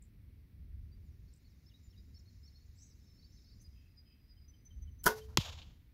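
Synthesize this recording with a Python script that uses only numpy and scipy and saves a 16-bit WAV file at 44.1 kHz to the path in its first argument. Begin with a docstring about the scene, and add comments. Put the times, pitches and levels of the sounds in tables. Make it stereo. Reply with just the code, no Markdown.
"""Light wind on the microphone and its hiss come first, with a short gritty rasp; small birds then whistle and
trill far off across an open field at dawn, as gliding sine notes over a blur of fainter peeps.
After two dry ticks close by, a compound bow is shot: the release aid clicks, the string rushes forward and slaps
its stop (hiss bursts), limbs and riser ring (decaying sines), and the arrow smacks a bag target (blows through
resonances, and thumps). Crop rows and a far tree line answer with decaying noise."""
import sys
import numpy as np
from scipy import signal
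from scipy.fft import rfft, irfft, next_fast_len
from scipy.io import wavfile
from scipy.ndimage import map_coordinates

SR = 44100
rng = np.random.default_rng(int(sys.argv[2]) if len(sys.argv) > 2 else 0)


def unload_wav(signal):
    """Save mono or channel-first audio to the path in sys.argv[1] as 16-bit WAV at rate SR, clipped to [-1, 1]."""
    wavfile.write(
        sys.argv[1],
        SR,
        np.round(np.clip(np.atleast_2d(signal).T, -1, 1) * 32767).astype(np.int16),
    )


N = 261842

# Pan is left minus right. Levels are relative: gains, ports and distance effects may follow.
# wind buffeting on the microphone: time_s, level_db, pan_db
WIND = [(0, -58.5, -1), (.5, -55.5, 0), (1.05, -50.5, -9.5), (1.3, -57, -2), (1.6, -60.5, -1.5),
        (1.9, -55.5, -3), (2.6, -60, 0), (3.5, -57, -1.5), (4.2, -62.5, -1.5), (4.5, -62, -4.5),
        (4.9, -53, 5.5), (5.1, -54.5, -3), (5.66, -54, -3.5), (5.94, -59, -1)]
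# spectrum of the wind and far rumble: frequency_hz, density_db (per Hz)
RUMBLE_SPECTRUM = [(12, -43), (20, -14.5), (49, -3.5), (70, 0), (140, -15), (266, -23), (398, -33),
                   (700, -51), (910, -77), (1540, -120)]
# spectrum of the hiss: frequency_hz, density_db (per Hz)
HISS_SPECTRUM = [(260, -34.5), (450, -9), (579, -12.5), (662, -12), (768, -13), (946, -13.5), (1520, -13),
                 (2110, -8.5), (3060, -17), (4180, -15.5), (5150, -18.5), (5800, -19.5), (6930, -29),
                 (13300, -16), (15700, -16.5)]
# likeness of the two ports in wind and hiss: frequency_hz, correlation (0-1)
PORT_LIKENESS = [(25, .5), (60, .8), (240, .85), (500, .4), (950, 0)]
# left-right lean of the hiss: frequency_hz, pan_db
HISS_LEAN = [(60, -1), (150, 4.5), (380, 0.5), (950, -0.5), (2380, -7.5), (5980, -5), (15000, 0)]
# how the housing shades the left port from bow and target: frequency_hz, pan_db
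HOUSING_SHADOW = [(60, -6.5), (130, 0.5), (290, 0.5), (640, -5), (1410, 3), (3100, -10.5), (6820, -12),
                  (15000, -6)]
# left-right lean of the echoes: frequency_hz, pan_db
FIELD_LEAN = [(300, -2.5), (1400, -3), (3100, -4), (6800, -14.5), (15000, -5)]

# thin high rasps: start_s, length_s, centre_hz, width_hz, level_db
RASPS = [(0.021, 0.081, 7250, 900, -72.5), (1.336, 0.076, 7840, 900, -77.5),
         (3.615, 0.099, 10300, 2500, -79.5)]
# a blur of farther birds: time_s, level_db
CHORUS = [(0.8, -91.5), (1.4, -80), (3.45, -76), (4.0, -89.5)]
# figures the birds repeat, by name: pan_db, then notes as
# delay_s, length_s, first_hz, middle_hz, last_hz, level_db
FIGURES = { "arch": (-10, [(0, .042, 3950, 4500, 3800, 0), (.058, .022, 5600, 5200, 4400, 0.5)]),
           "dive": (-16, [(0, .04, 4750, 5370, 5360, -4), (.02, .05, 5000, 3350, 2800, -7),
           (.078, .036, 3600, 3880, 3800, 0.5)]), "skip": (-15, [(0, .04, 5060, 5320, 5460, 0),
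           (.044, .022, 6700, 5450, 4550, -2), (.112, .048, 4100, 4330, 4060, -8)]),
           "sag": (-7, [(0, .046, 4800, 4380, 4270, 0)]), "flick": (-15, [(0, .07, 3900, 4480, 4600, -6),
           (.057, .038, 3720, 4460, 4900, 0), (.088, .016, 4830, 4340, 3950, 1.5)]),
           "drop": (-14, [(0, .035, 4750, 4050, 3650, 0)]), "slide": (-12, [(0, .059, 7500, 6900, 6100, 0),
           (.052, .05, 5900, 5700, 5650, 1.5)]), "squeak": (-18, [(0, .038, 6700, 7000, 7740, 0)]),
           "tew": (-17, [(0, .015, 5500, 5250, 5050, -7), (.011, .05, 5000, 4930, 4920, 0),
           (.074, .12, 5050, 4960, 4900, -11), (.228, .12, 4950, 4940, 4900, -17)]),
           "chirp": (-15, [(0, .033, 6100, 6070, 6070, 0), (.062, .05, 6070, 6060, 6050, -17)]),
           "chip": (0.6, [(0, .021, 3180, 3095, 3030, 0)])}
# figures sung one by one: start_s, figure, level_db
SONG = [(1.045, "slide", -94), (1.269, "arch", -84), (1.443, "arch", -78), (1.659, "dive", -73.5),
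        (1.885, "dive", -76.5), (2.141, "sag", -76), (2.143, "skip", -72), (2.19, "squeak", -88),
        (2.431, "skip", -69), (2.456, "sag", -75), (2.594, "sag", -83), (3.075, "drop", -83),
        (3.166, "flick", -74), (3.363, "drop", -78), (3.44, "flick", -75), (3.626, "tew", -76),
        (3.96, "tew", -73.5), (4.28, "tew", -74.5)]
# figures sung at a steady pace: figure, start_s, period_s, levels_db (one each; None is skipped)
SERIES = [("chirp", 4.48, .169, [-72.5, -71, -74, -75]),
          ("chip", 4.366, .169, [-77, -77, -75.5, -73.5, None, -71])]
# notes held near one pitch: start_s, length_s, pitch_hz, level_db, pan_db
HELD = [(0.914, 0.04, 4700, -80, -4), (1.833, 0.051, 7090, -84.5, -17), (1.976, 0.033, 4910, -79.5, -16),
        (2.514, 0.086, 5320, -85.5, -19), (2.753, 0.13, 7390, -85.5, -16), (2.756, 0.16, 7940, -89, -20),
        (2.991, 0.25, 5290, -83.5, -19.5), (3.2, 0.41, 5290, -84, -20), (3.33, 0.34, 4830, -88.5, -19)]
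# trills of quick upward sweeps:
# start_s, length_s, first_hz, middle_hz, last_hz, sweep_rate (per s), sweep_hz, level_db, pan_db
TRILLS = [(2.772, .172, 4750, 6350, 4500, 88, 1500, -70, -8),
          (3.32, .055, 5900, 6100, 6200, 200, 900, -76, -7),
          (3.595, .05, 6000, 6200, 6200, 200, 900, -77, -7),
          (3.725, .18, 3200, 3150, 3250, 60, 400, -87, 5), (3.735, .2, 2600, 2620, 2620, 60, 300, -86, 5),
          (4.05, .16, 3150, 3100, 3200, 60, 400, -87, 5), (4.055, .18, 2600, 2600, 2650, 60, 300, -86, 5)]
# tiny dry ticks close by: start_s, level_db
TICKS = [(4.655, -59), (4.825, -61)]

# contacts in the bow: start_s, kind, hiss_db, ring_db
BOW_CONTACTS = [(5.036, "click", -41.5, -76.5), (5.040, "click", -28, -68), (5.046, "rush", -40, -58),
                (5.055, "rush", -38.5, -51.5), (5.059, "rush", -24, -36), (5.0633, "crack", -12, -41),
                (5.0651, "slap", -15.5, -26.5), (5.071, "slap", -18, -34.5), (5.077, "slap", -20, -38),
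                (5.088, "slap", -26.5, -34)]
# hiss of each kind of contact: t60_s, tilt_db (treble, per octave)
CONTACT_KINDS = {"click": (.021, 10), "rush": (.056, 4.8), "crack": (0.0068, 9), "slap": (0.027, .6)}
# spectrum of string and cams: frequency_hz, density_db (per Hz)
SLAP_SPECTRUM = [(88, -31.5), (150, -15), (330, -7), (542, -15), (1140, -9.5), (1460, 3.5), (2240, -23.5),
                 (3250, -11.5), (3580, -26), (4790, -18.5), (8590, -24), (11100, -22), (15700, -19.5)]
# modes of limbs and riser: pitch_hz, level_db, t60_s
RISER_MODES = [(242, -6, 0.18), (384, -5, 0.13), (416.5, -4, 0.081), (692, -15, 0.1), (758, -17, 0.21),
               (929, -8, 0.14), (982, -5, 0.16), (1143, -13.5, 0.1), (1468, -2.5, 0.12), (1472, -4, 0.19),
               (1530, -10, 0.11), (1610, -15, .14), (2099, -16.5, 0.16), (2404.5, -20.5, 0.0672),
               (2912, -21.5, .08)]
# the string humming on, one row: start_s, pitch_hz, t60_s, level_db
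STRING_HUM = (5.066, 435, .52, -34.5)
# scattered returns of the shot: start_s, treble_db, middle_db (above the treble), t60_s
BOW_ECHO = [(5.075, -40, 5, 0.23), (5.15, -57, -5.5, 0.45), (5.282, -69, 6, .3)]
# treble of the shot's echo: frequency_hz, density_db (per Hz)
BOW_FIELD = [(1060, -34.5), (1800, -6.5), (4370, -5), (4750, -3.5), (6170, -7.5), (8480, -17.5),
             (11900, -9), (15700, -14)]
# middle of both echoes: frequency_hz, density_db
ECHO_MIDDLE = [(300, -41), (450, -2.5), (1000, -2), (1500, -7), (1900, -9), (2400, -63)]

# blows of arrow tip and shaft: start_s, level_db
SMACKS = [(5.37255, -7), (5.37295, -2), (5.3741, -6), (5.375, -6), (5.3765, -16)]
# resonances of the target face: centre_hz, width_hz, level_db
BAG_FACE = [(1100, 260, 2), (2200, 340, -1), (2770, 270, -1), (3450, 500, 0.5), (3900, 570, -3),
            (6740, 870, -20), (11800, 960, -16.5)]
# heaves of the stuffing, and its thud back twice across the field: start_s, pitch_hz, rise_s, t60_s, level_db
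THUMPS = [(5.3728, 331.3, .001, 0.016, -17), (5.3837, 130, .003, .019, -6.5),
          (5.389, 78, 0.0047, 0.1, -25.5), (5.489, 106, 0.0046, 0.054, -39), (5.637, 72, 0.0054, 0.11, -37)]
# scattered returns of the hit: start_s, treble_db, middle_db (above the treble), t60_s
BAG_ECHO = [(5.374, -32.5, -11.5, 0.073), (5.395, -44.5, -9, .5), (5.447, -47, -3, 0.34),
            (5.475, -50, 2, 0.093), (5.505, -55, -16, 0.099), (5.572, -57.5, -5.5, 0.56), (5.7, -88, -7, 3)]
# treble of the hit's echo, also of the fabric: frequency_hz, density_db (per Hz)
BAG_FIELD = [(1240, -36), (2100, -3.5), (3250, 4.5), (6120, -10), (6880, -8), (9240, -34), (11600, -21),
             (15700, -31.5)]
# distinct returns from the tree line: start_s, level_db
TREE_SLAPS = [(5.587, -50.5), (5.618, -51)]

HISS_LEVEL_DB = -76.6654
RETURN_RISE_S = 0.0044
TOP_HZ = 15800
HALVES = np.array([[.5], [-.5]])  # shares a left-right difference between the ports


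def amp(db):
    """Gain of a level in dB."""
    return 10 ** (np.asarray(db) / 20)


def unit(x):
    """x at rms 1."""
    return x / np.sqrt(np.mean(x ** 2) + 1e-30)


def along(points, hz):
    """Read (frequency_hz, value) points on a log frequency axis."""
    f, v = np.transpose(points)
    return np.interp(np.log(hz + 1), np.log(f + 1), v)


def curves(rows, outside=None):
    """One value per sample for each column after the time."""
    s, *cols = np.transpose(rows)
    return [np.interp(np.arange(N) / SR, s, c, outside, outside) for c in cols]


def wobble(rate, size=N):
    """A smooth random curve, rate knots a second."""
    knots = rng.standard_normal(int(size * rate / SR) + 4)
    return map_coordinates(knots, [np.arange(size) * rate / SR])


def filtered(x, response):
    """x times a complex response of frequency."""
    m = next_fast_len(x.shape[-1] + 8192)
    return irfft(rfft(x, m) * response(np.fft.rfftfreq(m, 1 / SR)), m)[..., :x.shape[-1]]


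def stereo_noise(spectrum, likeness):
    """Noise of rms 1; the mid-side mix at each frequency sets how alike the ports are."""
    def shape(hz):
        turn = np.arccos(np.clip(along(likeness, hz), -1, 1)) / 2
        return amp(along(spectrum, hz)) * np.array([np.cos(turn), np.sin(turn)])
    mid, side = filtered(rng.standard_normal((2, N)), shape)
    return unit(np.array([mid + side, mid - side]))


def ports(x, lean, lag=0):
    """Left-right level over frequency, and the seconds by which left lags."""
    def response(hz):
        return amp(HALVES * along(lean, hz)) * np.exp(-2j * np.pi * hz * HALVES * lag)
    return filtered(x, response)


def add(track, s, sound):
    """Mix a sound in at a time."""
    part = track[..., round(s * SR):round(s * SR) + sound.shape[-1]]
    part += sound[..., :part.shape[-1]]


def air():
    """Gusts thud on the ports in the deep bass; far rumble and hiss above are steadier."""
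    buffet_db, pan_db = curves(WIND)
    lumps = amp(3 * wobble(8.7) + 0.93 * np.array([wobble(18), wobble(6.2)]))
    low = stereo_noise(RUMBLE_SPECTRUM, PORT_LIKENESS)
    deep = filtered(low, lambda hz: 1 / (1 + (hz / 130) ** 4))
    buffet = 1.213 * amp(buffet_db + pan_db * HALVES) * unit(lumps) * deep
    # the far rumble follows the gusts only in part
    far_db = -56.5 + .4 * (buffet_db - np.mean(buffet_db)) + 1.2 * wobble(6.6)
    far = amp(far_db) * (low - deep)
    hiss = amp(HISS_LEVEL_DB) * stereo_noise(HISS_SPECTRUM, PORT_LIKENESS)
    return buffet + far + ports(hiss, HISS_LEAN)


def rasps():
    """Short bands of gritty treble: fluttering noise with a sharp front, through a resonance."""
    out = np.zeros((2, N))
    for s, length, centre_hz, width_hz, db in RASPS:
        t = np.arange(int(length * SR)) / SR
        flutter = amp(4.9 * wobble(214, size=len(t)) - 14 * t / length)
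        grit = rng.standard_normal((2, len(t))) * flutter * (1 - (t / length) ** 3)
        grit = grit * (1 + 1.5 * np.exp(-t / .006))  # a sharper front

        def band(hz):
            return (hz > 6800) / (1 + ((hz - centre_hz) / width_hz) ** 2) ** 0.93
        add(out, s, amp(db) * unit(filtered(grit, band)))
    return out * amp([[-3], [3]])


def glide(length, first_hz, middle_hz, last_hz):
    """Progress 0-1 and a pitch arc through three points."""
    u = np.arange(int(length * SR)) / (length * SR)
    arc_hz = first_hz * (1 - u) * (1 - 2 * u) + 4 * middle_hz * u * (1 - u) + last_hz * u * (2 * u - 1)
    return u, arc_hz


def tone(hz):
    """A sine that follows a pitch curve."""
    return np.sin(2 * np.pi * np.cumsum(hz) / SR)


def chorus(count=1400):
    """Many faint overlapping peeps at chance times and pitches."""
    out = np.zeros((2, N))
    for when, pitch, bend, side in rng.random((count, 4)):
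        hz = 3700 + 3700 * pitch ** 1.4
        middle_hz, last_hz = hz * (1 + .06 * (bend - .5)), hz * (1 + .12 * (bend - .5))
        u, arc_hz = glide(.02, hz, middle_hz, last_hz)
        peep = np.sin(np.pi * u) * tone(arc_hz)
        add(out, .8 + 3.2 * when, amp(6 * (side - .5) * np.array([[1], [-1]])) * peep)
    return unit(out)


def notes():
    """Every whistled note as start_s, length_s, first_hz, middle_hz, last_hz, level_db, pan_db."""
    figures = list(SONG)
    for name, s, period, levels in SERIES:
        figures += [(s + k * period, name, db) for k, db in enumerate(levels) if db is not None]
    sung = []
    for s, name, db in figures:
        pan_db, figure_notes = FIGURES[name]
        for delay, length, first_hz, middle_hz, last_hz, note_db in figure_notes:
            sung.append((s + delay, length, first_hz, middle_hz, last_hz, db + note_db, pan_db))
    return sung + [(s, length, hz, hz, hz, db, pan_db) for s, length, hz, db, pan_db in HELD]


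def whistles():
    """Gliding sine notes that flutter on their way over the field."""
    out = np.zeros((2, N))
    for s, length, first_hz, middle_hz, last_hz, db, pan_db in notes():
        u, hz = glide(length, first_hz, middle_hz, last_hz)
        flutter = amp(3 * wobble(110, size=len(u)))
        # held pitches carry, slides fade
        flutter = flutter / (1 + np.abs(np.gradient(hz)) * SR / 60000) ** .7
        note = np.sin(np.pi * u) ** 0.5 * flutter * tone(hz + 45 * wobble(150, size=len(u)))
        add(out, s, amp(db + 6 + pan_db * HALVES) * note)
    return out


def trills():
    """Quick upward sweeps, each swelling and closing, along a pitch arc."""
    out = np.zeros((2, N))
    for s, length, first_hz, middle_hz, last_hz, rate, sweep_hz, db, pan_db in TRILLS:
        u, hz = glide(length, first_hz, middle_hz, last_hz)
        beat = u * length * rate % 1
        fading = amp(2 - 5.7 * u + 3.7 * wobble(60, size=len(u)))
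        envelope = np.sin(np.pi * u) ** 0.48 * fading * np.sin(np.pi * beat) ** 0.61
        note = envelope * tone(hz + sweep_hz * (beat - .5))
        add(out, s, amp(db + 7.5 + pan_db * HALVES) * note)
    return out


def birds():
    """Peeps, whistles and trills smear in the leaves; a band of noise blurs the farthest birds."""
    chorus_gain = amp(curves(CHORUS, -120)[0] + [[-6], [0]])
    out = amp(-7) * chorus_gain * chorus() + whistles() + trills()
    t = np.arange(SR) / SR
    leaves = amp(-60 * t / .6 + 4 * wobble(25, size=len(t))) * rng.standard_normal((2, len(t)))
    leaves = leaves / np.linalg.norm(leaves[0])
    out = out + amp(-9.5) * signal.fftconvolve(out, leaves, axes=1)[:, :N]
    blur_spectrum = [(2800, -55), (3600, -8.5), (5200, 4.5), (7200, -5.5), (8200, -45)]
    blur = stereo_noise(blur_spectrum, [(5000, 0.0021)])
    return out + amp(-1.5 + 2.8 * wobble(14)) * chorus_gain * blur


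def ticks():
    """Millisecond cracks of brightened noise."""
    out, t = np.zeros((2, N)), np.arange(SR // 50) / SR
    for s, db in TICKS:
        crack = np.diff(rng.standard_normal((2, len(t) + 1)))
        add(out, s, amp(db - 60 * t / 0.0055 - 3 + [[-4], [1]]) * crack)
    return out


def returns(rows):
    """Treble and middle envelopes: each return swells quickly and dies away; their powers add."""
    power = np.zeros((2, N))
    for s, db, middle_db, t60 in rows:
        t = np.maximum(np.arange(N) / SR - s, 0)
        decay = amp(db + np.array([[0], [middle_db]]) - 60 * t / t60)
        power = power + (decay * (1 - np.exp(-t / RETURN_RISE_S))) ** 2
    return np.sqrt(power)


def echo(rows, treble, top_db, loss_db):
    """Scattered returns, nearly unrelated at the ports in the treble; air eats loss_db a second of the top."""
    treble_gain, middle_gain = returns(rows)
    since = np.arange(N) / SR - rows[0][0]
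    high = stereo_noise([(900, -73)] + treble, [(3000, 0.012)])
    top = filtered(high, lambda hz: hz > 8000)
    high = high - top + amp(top_db - loss_db * np.abs(since)) * top
    middle = middle_gain * stereo_noise(ECHO_MIDDLE, [(500, .5), (1400, 0)])
    return amp(2.4 * wobble(70)) * (treble_gain * high + middle)


def bow():
    """Each contact hisses briefly and rings the limbs and riser at new strengths; the string hums on."""
    out, t = np.zeros((2, N)), np.arange(SR // 2) / SR
    for s, kind, hiss_db, ring_db in BOW_CONTACTS:
        t60, tilt_db = CONTACT_KINDS[kind]

        def colour(hz):
            octaves = np.log2(np.clip(hz, 300, 11000) / 6000)
            return amp(along(SLAP_SPECTRUM, hz) + tilt_db * octaves)
        # noise common to both ports plus noise of their own
        scrape = rng.standard_normal(len(t)) + 0.88 * rng.standard_normal((2, len(t)))
        scrape = unit(filtered(scrape, colour)) * amp(hiss_db - 60 * t / t60) * (1 - np.exp(-t / .0005))
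        ring = np.zeros(len(t))
        for hz, db, mode_t60 in RISER_MODES:
            strength_db = db + 2 * rng.standard_normal()
            ring += amp(strength_db - 60 * t / mode_t60) * np.sin(2 * np.pi * hz * t)
        ring = ring * amp(2.1 * wobble(60, size=len(t)))  # the ring wavers a little at random
        add(out, s, scrape + amp(ring_db) * ring)
    s, hz, t60, db = STRING_HUM
    add(out, s, amp(db - 60 * t / t60) * np.sin(2 * np.pi * hz * t))
    field = echo(BOW_ECHO, BOW_FIELD, top_db=1.5, loss_db=15.5)
    return ports(out, HOUSING_SHADOW, lag=0.00017) + ports(field, FIELD_LEAN)


def face(hz):
    """Response of the target face: band resonances of alternating sign."""
    total = 0
    for k, (centre, width, db) in enumerate(BAG_FACE):
        total = total + (-1) ** k * amp(db) * 1j * hz * width / (centre ** 2 - hz ** 2 + 1j * hz * width)
    return total


def tree_line():
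    """Distinct returns from the far trees: short noise bursts around 3 kHz."""
    out, t = np.zeros((2, N)), np.arange(SR // 4) / SR
    for s, db in TREE_SLAPS:
        noise = rng.standard_normal((2, len(t)))
        slap = unit(filtered(noise, lambda hz: np.exp(-np.log(hz / 3200 + 0.0082) ** 2 / 0.133)))
        add(out, s, amp(db - 60 * t / 0.064) * slap)
    return out


def target():
    """Sharp blows through the face's resonances, then the stuffing heaves and the field answers."""
    blows, t = np.zeros(N), np.arange(SR // 4) / SR
    for s, db in SMACKS:
        blows[round(s * SR)] = -amp(db)
    smack = amp(13.0) * filtered(blows, face)
    fabric = filtered(rng.standard_normal(len(t)), lambda hz: amp(along(BAG_FIELD, hz)))
    add(smack, 5.3732, amp(-19 - 60 * t / .03) * fabric)
    crack = (1 - np.exp(-t / .0001)) * np.sin(2 * np.pi * 4700 * t)  # the tip breaks the face
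    add(smack, 5.37295, -amp(4 - 60 * t / .0008) * crack)
    for s, hz, rise, t60, db in THUMPS:
        thump = (1 - np.exp(-t / rise)) * np.sin(2 * np.pi * hz * t)
        add(smack, s, amp(db - 60 * t / t60) * thump)
    # roll off the deep bass of the hit below about 45 Hz
    smack = filtered(smack, lambda hz: (1j * hz / (45 + 1j * hz)) ** 2)
    field = tree_line() + echo(BAG_ECHO, BAG_FIELD, top_db=6.5, loss_db=39)
    return ports(smack, HOUSING_SHADOW, lag=0.000148) + ports(field, FIELD_LEAN)


def scene():
    """Everything that reaches the two ports."""
    return air() + rasps() + birds() + ticks() + bow() + target()


def record(dry):
    """The microphone's recorder keeps nothing above its band limit, fading over the last 250 Hz."""
    return filtered(dry, lambda hz: np.clip((TOP_HZ - hz) / 250, 0, 1) ** .5)


dry = scene()
out = record(dry)
unload_wav(out)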